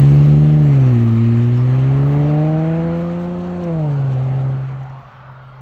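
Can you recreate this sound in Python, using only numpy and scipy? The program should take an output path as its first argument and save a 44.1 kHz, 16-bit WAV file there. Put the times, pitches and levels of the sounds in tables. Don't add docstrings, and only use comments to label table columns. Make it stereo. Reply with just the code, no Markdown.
import sys
import numpy as np
from scipy import signal
from scipy.fft import rfft, irfft, next_fast_len
from scipy.io import wavfile
from scipy.ndimage import uniform_filter1d

SR = 44100
rng = np.random.default_rng(int(sys.argv[2]) if len(sys.argv) > 2 else 0)


def waveform_to_disk(signal):
    frames = np.transpose(np.atleast_2d(signal))
    scaled = np.clip(frames, -1, 1) * 32767
    samples = np.round(scaled).astype(np.int16)
    wavfile.write(sys.argv[1], SR, samples)


N = 247401

# (time [s], exhaust roar [dB], gas hiss [dB], hiss lift above about 3 kHz [dB],
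# tyre wash [dB])
NOISE_LEVELS = [(0, -33.5, -34.5, 8.5, -51.5), (.4, -36, -38.5, 7.5, -50), (.8, -32, -35.5, 4.5, -53.5),
                (1.3, -41.5, -36, 3, -51.5), (2.2, -27.5, -35, .5, -35.5), (2.8, -34.5, -36.5, -0.5, -36),
                (3.5, -34, -44, 7, -39), (4, -32, -45, 8.5, -38.5), (4.35, -31, -41, 2.5, -39),
                (4.7, -39, -44.5, 1.5, -40.5), (5.1, -49.5, -49.5, -3.5, -37),
                (5.61, -47.5, -55.5, -10, -39)]
START_M, AWAY_M_PER_S = 9.7, 4.87
LIFT_S, LIFT_OVER_S, LIFT_DB = 4.5, 0.62, -18.5


def gain_of(db):
    return 10 ** (np.asarray(db) / 20)


def evened(x):
    return x / np.sqrt(np.mean(x ** 2) + 1e-20)


def read(points, hz):
    f, value = np.transpose(points)
    return np.interp(np.log(hz + 1), np.log(f + 1), value)


def columns(rows, t):
    s, *cols = np.transpose(rows)
    return [np.interp(t, s, c) for c in cols]


def wander(hz):
    lowpass = signal.butter(2, hz, fs=SR, output="sos")
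    settled = signal.sosfilt(lowpass, rng.standard_normal(N + SR))[SR:]
    return evened(settled)


def ring(x, hz, width):
    return signal.lfilter(*signal.iirpeak(hz, hz / width, SR), x)


def ports(x, column):
    # (frequency [Hz], left's lead for the exhaust [rad], left's lead for the spread-out road wash [rad])
    port_phase = [(40, 0, -.6), (250, 0, -2.5), (310, .2, -2.9), (400, .75, -3.3), (500, 1.4, -4.1),
                  (600, 1.9, -6.6), (800, 2.7, -5.2), (1000, 4.4, -3), (1250, 5.7, -1.5), (1400, 6.4, -.4),
                  (1550, 5.3, .1), (1700, 5.6, -.8), (2000, 6.1, -.3), (2600, 5.8, -.6), (3000, 6.3, -.4),
                  (3800, 6.1, -.4), (4300, 6.5, 0), (4800, 8.8, 1.8), (6000, 7, .6), (8000, 8.5, 2.2),
                  (9000, 9.42, 3.14), (11500, 9.42, 3.14), (13500, 12.4, 6.1), (14000, 12.57, 6.28)]
    # (frequency [Hz], left minus right [dB])
    port_balance = [(260, 0), (350, -1.5), (500, 1.5), (620, 9), (750, 12.5), (1000, 8.5), (1250, 3.5),
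                    (1550, 8), (2000, 2.5), (2700, 0), (3400, .5), (4200, -4.5), (4800, -4), (5300, 0)]
    size = next_fast_len(N + 8192)
    hz = np.fft.rfftfreq(size, 1 / SR)
    lead = read(np.array(port_phase)[:, [0, column]], hz)
    lean = gain_of(read(port_balance, hz) / 2) * np.exp(.5j * lead)
    pair = np.array([lean, 1 / lean])
    pair = pair / np.sqrt(np.mean(abs(pair) ** 2, axis=0))
    return irfft(rfft(x, size) * pair, size)[:, :N]


def air_noise(colour, level_db, patchy_db, bins=10, spans=14):
    # (frequency [Hz], likeness [0-1])
    port_alike = [(30, .9), (100, .99), (420, .985), (550, .93), (800, .6), (1000, .93), (3000, .9),
                  (4000, .72), (5000, .55), (7500, .7), (8500, .9), (9000, .99), (15000, .99)]
    frames, hz = N // 256 + 5, np.fft.rfftfreq(1024, 1 / SR)
    a, b, c, d, patches = rng.standard_normal((frames, 513, 5)).T
    patches = uniform_filter1d(patches, size=bins, axis=0)
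    patches = evened(uniform_filter1d(patches, size=spans, axis=1))
    alike = read(port_alike, hz)[:, None]
    left = a + 1j * b
    right = alike * left + np.sqrt(1 - alike ** 2) * (c + 1j * d)
    spectra = np.array([left, right]) * gain_of(read(colour, hz)[:, None] + patchy_db * patches)
    noise = signal.istft(spectra, nperseg=1024, noverlap=768)[1][:, :N]
    return gain_of(level_db) * evened(noise)


def far_db(t):
    return -20 * np.log10(1 + AWAY_M_PER_S * t / START_M)


def lift_db(t):
    return LIFT_DB * np.clip((t - LIFT_S) / LIFT_OVER_S, 0, 1)


def firing():
    # (time [s], firing rate [Hz])
    firing_rate = [(0, 138.8), (.1, 142.6), (.3, 147), (.58, 151.5), (.68, 143.7), (.88, 126.4),
                   (.96, 117.3), (1.12, 113.7), (1.3, 116), (1.6, 123.4), (2.1, 142.5), (2.5, 155.5),
                   (2.8, 165.7), (3.2, 174.3), (3.48, 177.6), (3.6, 176.4), (3.75, 162), (3.9, 143.9),
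                   (4.05, 135.1), (4.16, 129), (4.35, 132.8), (4.8, 133.2), (5.2, 130.5), (5.61, 131)]
    hz = columns(firing_rate, np.arange(N) / SR)[0]
    unsteady_hz = uniform_filter1d(hz, size=1500) * (1 + 0.0024 * wander(25))
    return hz, 2 * np.pi * np.cumsum(unsteady_hz) / SR


def firing_boom(t, hz, turn):
    # (firing rate [Hz], level [dB])
    boom_level = [(114, -9), (125, -7), (138, -6.5), (152, -7.5), (165, -10), (178, -15)]
    # (time [s], half width [s], change [dB])
    boom_dips = [(5.12, .15, -6), (5.03, 0.018, -13), (5.12, 0.016, -15), (5.7, 0.024, -8)]
    level_db = read(boom_level, hz) + far_db(t) + lift_db(t)
    level_db += sum(db * np.exp(-((t - s) / w) ** 2) for s, w, db in boom_dips)
    level_db += 0.5 * wander(40)
    level_db += 2.0 * lift_db(t) / LIFT_DB * wander(17)
    return np.sqrt(2) * gain_of(level_db) * np.cos(turn)


def firing_overtones(t, hz, turn, drive_db):
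    faster_hz = hz - 150
    tilt_db = -2 + 0.0943 * faster_hz + 1.01 * t
    top_db = -2 - 0.0364 * faster_hz - 1.5 * t
    second_db = -0.66 * t
    slip = 0.075 * wander(20)
    lope = 0.7 * np.exp(-(t / 1.5) ** 2) * np.cos(turn / 6)
    total = 0
    for k in range(2, 7):
        level_db = drive_db + (k - 3) * tilt_db + (k > 4) * top_db
        level_db = level_db + (k > 5) * -3 + (k < 3) * second_db
        throb = (k > 3) * lope
        total = total + gain_of(level_db) * (1 + throb) * np.cos(k * (turn + slip) + throb)
    return total


def pipe(pulses):
    # (frequency [Hz], width of each pass [Hz], level [dB])
    pipe_modes = [(86.6, 80, 0.5), (231.3, 46.7, 6), (303.7, 57.7, -2), (359, 50.7, -1), (423, 95, -9),
                  (509.5, 47.5, -5), (617.7, 74, -4), (743.4, 50, -7.5), (778, 82, -6), (1006, 230, -22)]
    total = 0
    for k, (hz, width, db) in enumerate(pipe_modes):
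        total = total + (-1) ** k * gain_of(db) * ring(ring(pulses, hz, width), hz, width)
    return total


def exhaust():
    # (time [s], overtones [dB], bank mismatch [dB])
    engine_drive = [(0, -22.5, -25.5), (.3, -24.5, -24), (.7, -21.5, -28), (1, -25, -32.5), (1.3, -24, -36),
                    (1.6, -29, -36), (1.9, -23, -28.5), (2.15, -17.5, -32.5), (2.65, -16, -42.5),
                    (2.9, -17.5, -34), (3.1, -21, -35.5), (3.55, -22, -37.5), (3.68, -16.5, -47),
                    (3.82, -21.5, -43), (4, -28.5, -42.5), (4.2, -31, -40.5), (4.5, -31, -39),
                    (4.7, -44.5, -43.5), (5.05, -56.5, -62), (5.61, -60, -62)]
    t = np.arange(N) / SR
    drive_db, bank_db = columns(engine_drive, t)
    hz, turn = firing()
    cylinder_db = -40 + far_db(t) + lift_db(t)
    banks = sum(gain_of(-1.5 * k) * np.cos((k + .5) * turn) for k in range(7))
    cylinders = sum(np.cos(k * turn / 6 + 2 * np.pi * rng.random()) for k in range(2, 42) if k % 3)
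    uneven = gain_of(bank_db) * banks + gain_of(cylinder_db) * cylinders
    pulses = (1 + 0.027 * wander(42)) * firing_overtones(t, hz, turn, drive_db)
    pulses += (1 + 0.34 * wander(39)) * uneven
    pulses += gain_of(cylinder_db + 15.0) * rng.standard_normal(N)
    return firing_boom(t, hz, turn) + pipe(pulses), turn


def roar(turn):
    # (frequency [Hz], relative level per Hz [dB])
    hiss_colour = [(300, -28.5), (500, -9.5), (900, 0), (1250, -3.5), (1450, -10), (1700, -7.5),
                   (2300, -12), (3000, -16), (3500, -23.5), (4300, -24), (5300, -31), (7000, -32),
                   (8600, -33.5), (11000, -53.5), (14000, -48), (15500, -63)]
    roar_colour = [(50, -28.5), (80, 2), (130, 2), (200, 0), (300, -18), (420, -5), (550, 1.5), (700, 0.5),
                   (850, -1), (1100, -26.5), (1600, -57)]
    rumble_colour = [(15, -19.5), (30, 0.5), (50, 4), (70, 1), (100, -15), (140, -37)]
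    # (time [s], level [dB])
    rumble_level = [(0, -39.5), (.6, -40.5), (1.4, -42), (2.1, -44.5), (3.2, -51.5), (4.2, -63),
                    (5.61, -57)]
    t = np.arange(N) / SR
    roar_db, hiss_db, bright_db, _ = columns(NOISE_LEVELS, t)
    gas = air_noise(hiss_colour, hiss_db, patchy_db=1.5) * (1 + 0.12 * np.cos(turn))
    treble = gas - signal.sosfiltfilt(signal.butter(2, 3200, fs=SR, output="sos"), gas)
    gas += (gain_of(bright_db + 1.2 * wander(21)) - 1) * treble
    gas += air_noise(roar_colour, roar_db, patchy_db=0.5) * (1 + 0.051 * np.cos(turn))
    return gas + air_noise(rumble_colour, columns(rumble_level, t)[0], patchy_db=7.5)


def tyre_wash():
    # (frequency [Hz], relative level per Hz [dB])
    wash_colour = [(150, -3.5), (250, -13), (360, -21), (500, -13.5), (700, -3), (900, -0.5), (1100, 1.5),
                   (1300, -3.5), (1500, -6), (1750, -16), (2300, -22.5), (3400, -26.5), (4800, -34),
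                   (8000, -52), (14000, -71.5)]
    wash_db = columns(NOISE_LEVELS, np.arange(N) / SR)[3]
    return air_noise(wash_colour, wash_db, patchy_db=4.0, bins=2, spans=30)


def wind():
    # (time [s], level [dB])
    gust_level = [(0, -41.5), (.8, -41.5), (2.4, -46), (2.9, -33.5), (3.5, -33.5), (3.85, -27),
                  (4.3, -34.5), (4.7, -38.5), (5.61, -39)]
    # (frequency [Hz], relative level per Hz [dB])
    gust_colour = [(25, -33), (45, -15), (80, -4), (135, 9.5), (200, 3), (275, -1.5), (330, -52)]
    level_db = columns(gust_level, np.arange(N) / SR)[0] + 2.5 * wander(10)
    gusts = air_noise(gust_colour, level_db, patchy_db=1.0)[0]
    return np.array([gusts, -gusts])


def ticks():
    # (time [s], relative level [dB], ring [Hz])
    tick_list = [(3.6376, -44, 5416), (4.2346, -55.5, 5800), (4.8319, -55, 6000), (4.8966, -55, 5550)]
    out, t = np.zeros(N), np.arange(600) / SR
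    envelope_db = 1.0 - 60 * t / 0.033
    onset = np.minimum(t / 0.0011, 1)
    for s, db, hz in tick_list:
        noise = np.diff(rng.standard_normal(len(t) + 1))
        burst = 0.23 * noise + evened(ring(noise, hz, 900))
        out[round(s * SR):][:len(t)] += gain_of(db + envelope_db) * burst * onset
    return out


def scene():
    tone, turn = exhaust()
    car = ports(tone + roar(turn) + ticks(), column=1)
    road = ports(tyre_wash(), column=2)
    return car + road + wind()


def record(dry):
    cut = signal.sosfilt(signal.butter(2, 45, "high", fs=SR, output="sos"), dry)
    band_limit = signal.firwin(511, 15700, window=("kaiser", 9), fs=SR)
    return signal.oaconvolve(cut, band_limit[None], "same")


dry = scene()
out = record(dry)
waveform_to_disk(out)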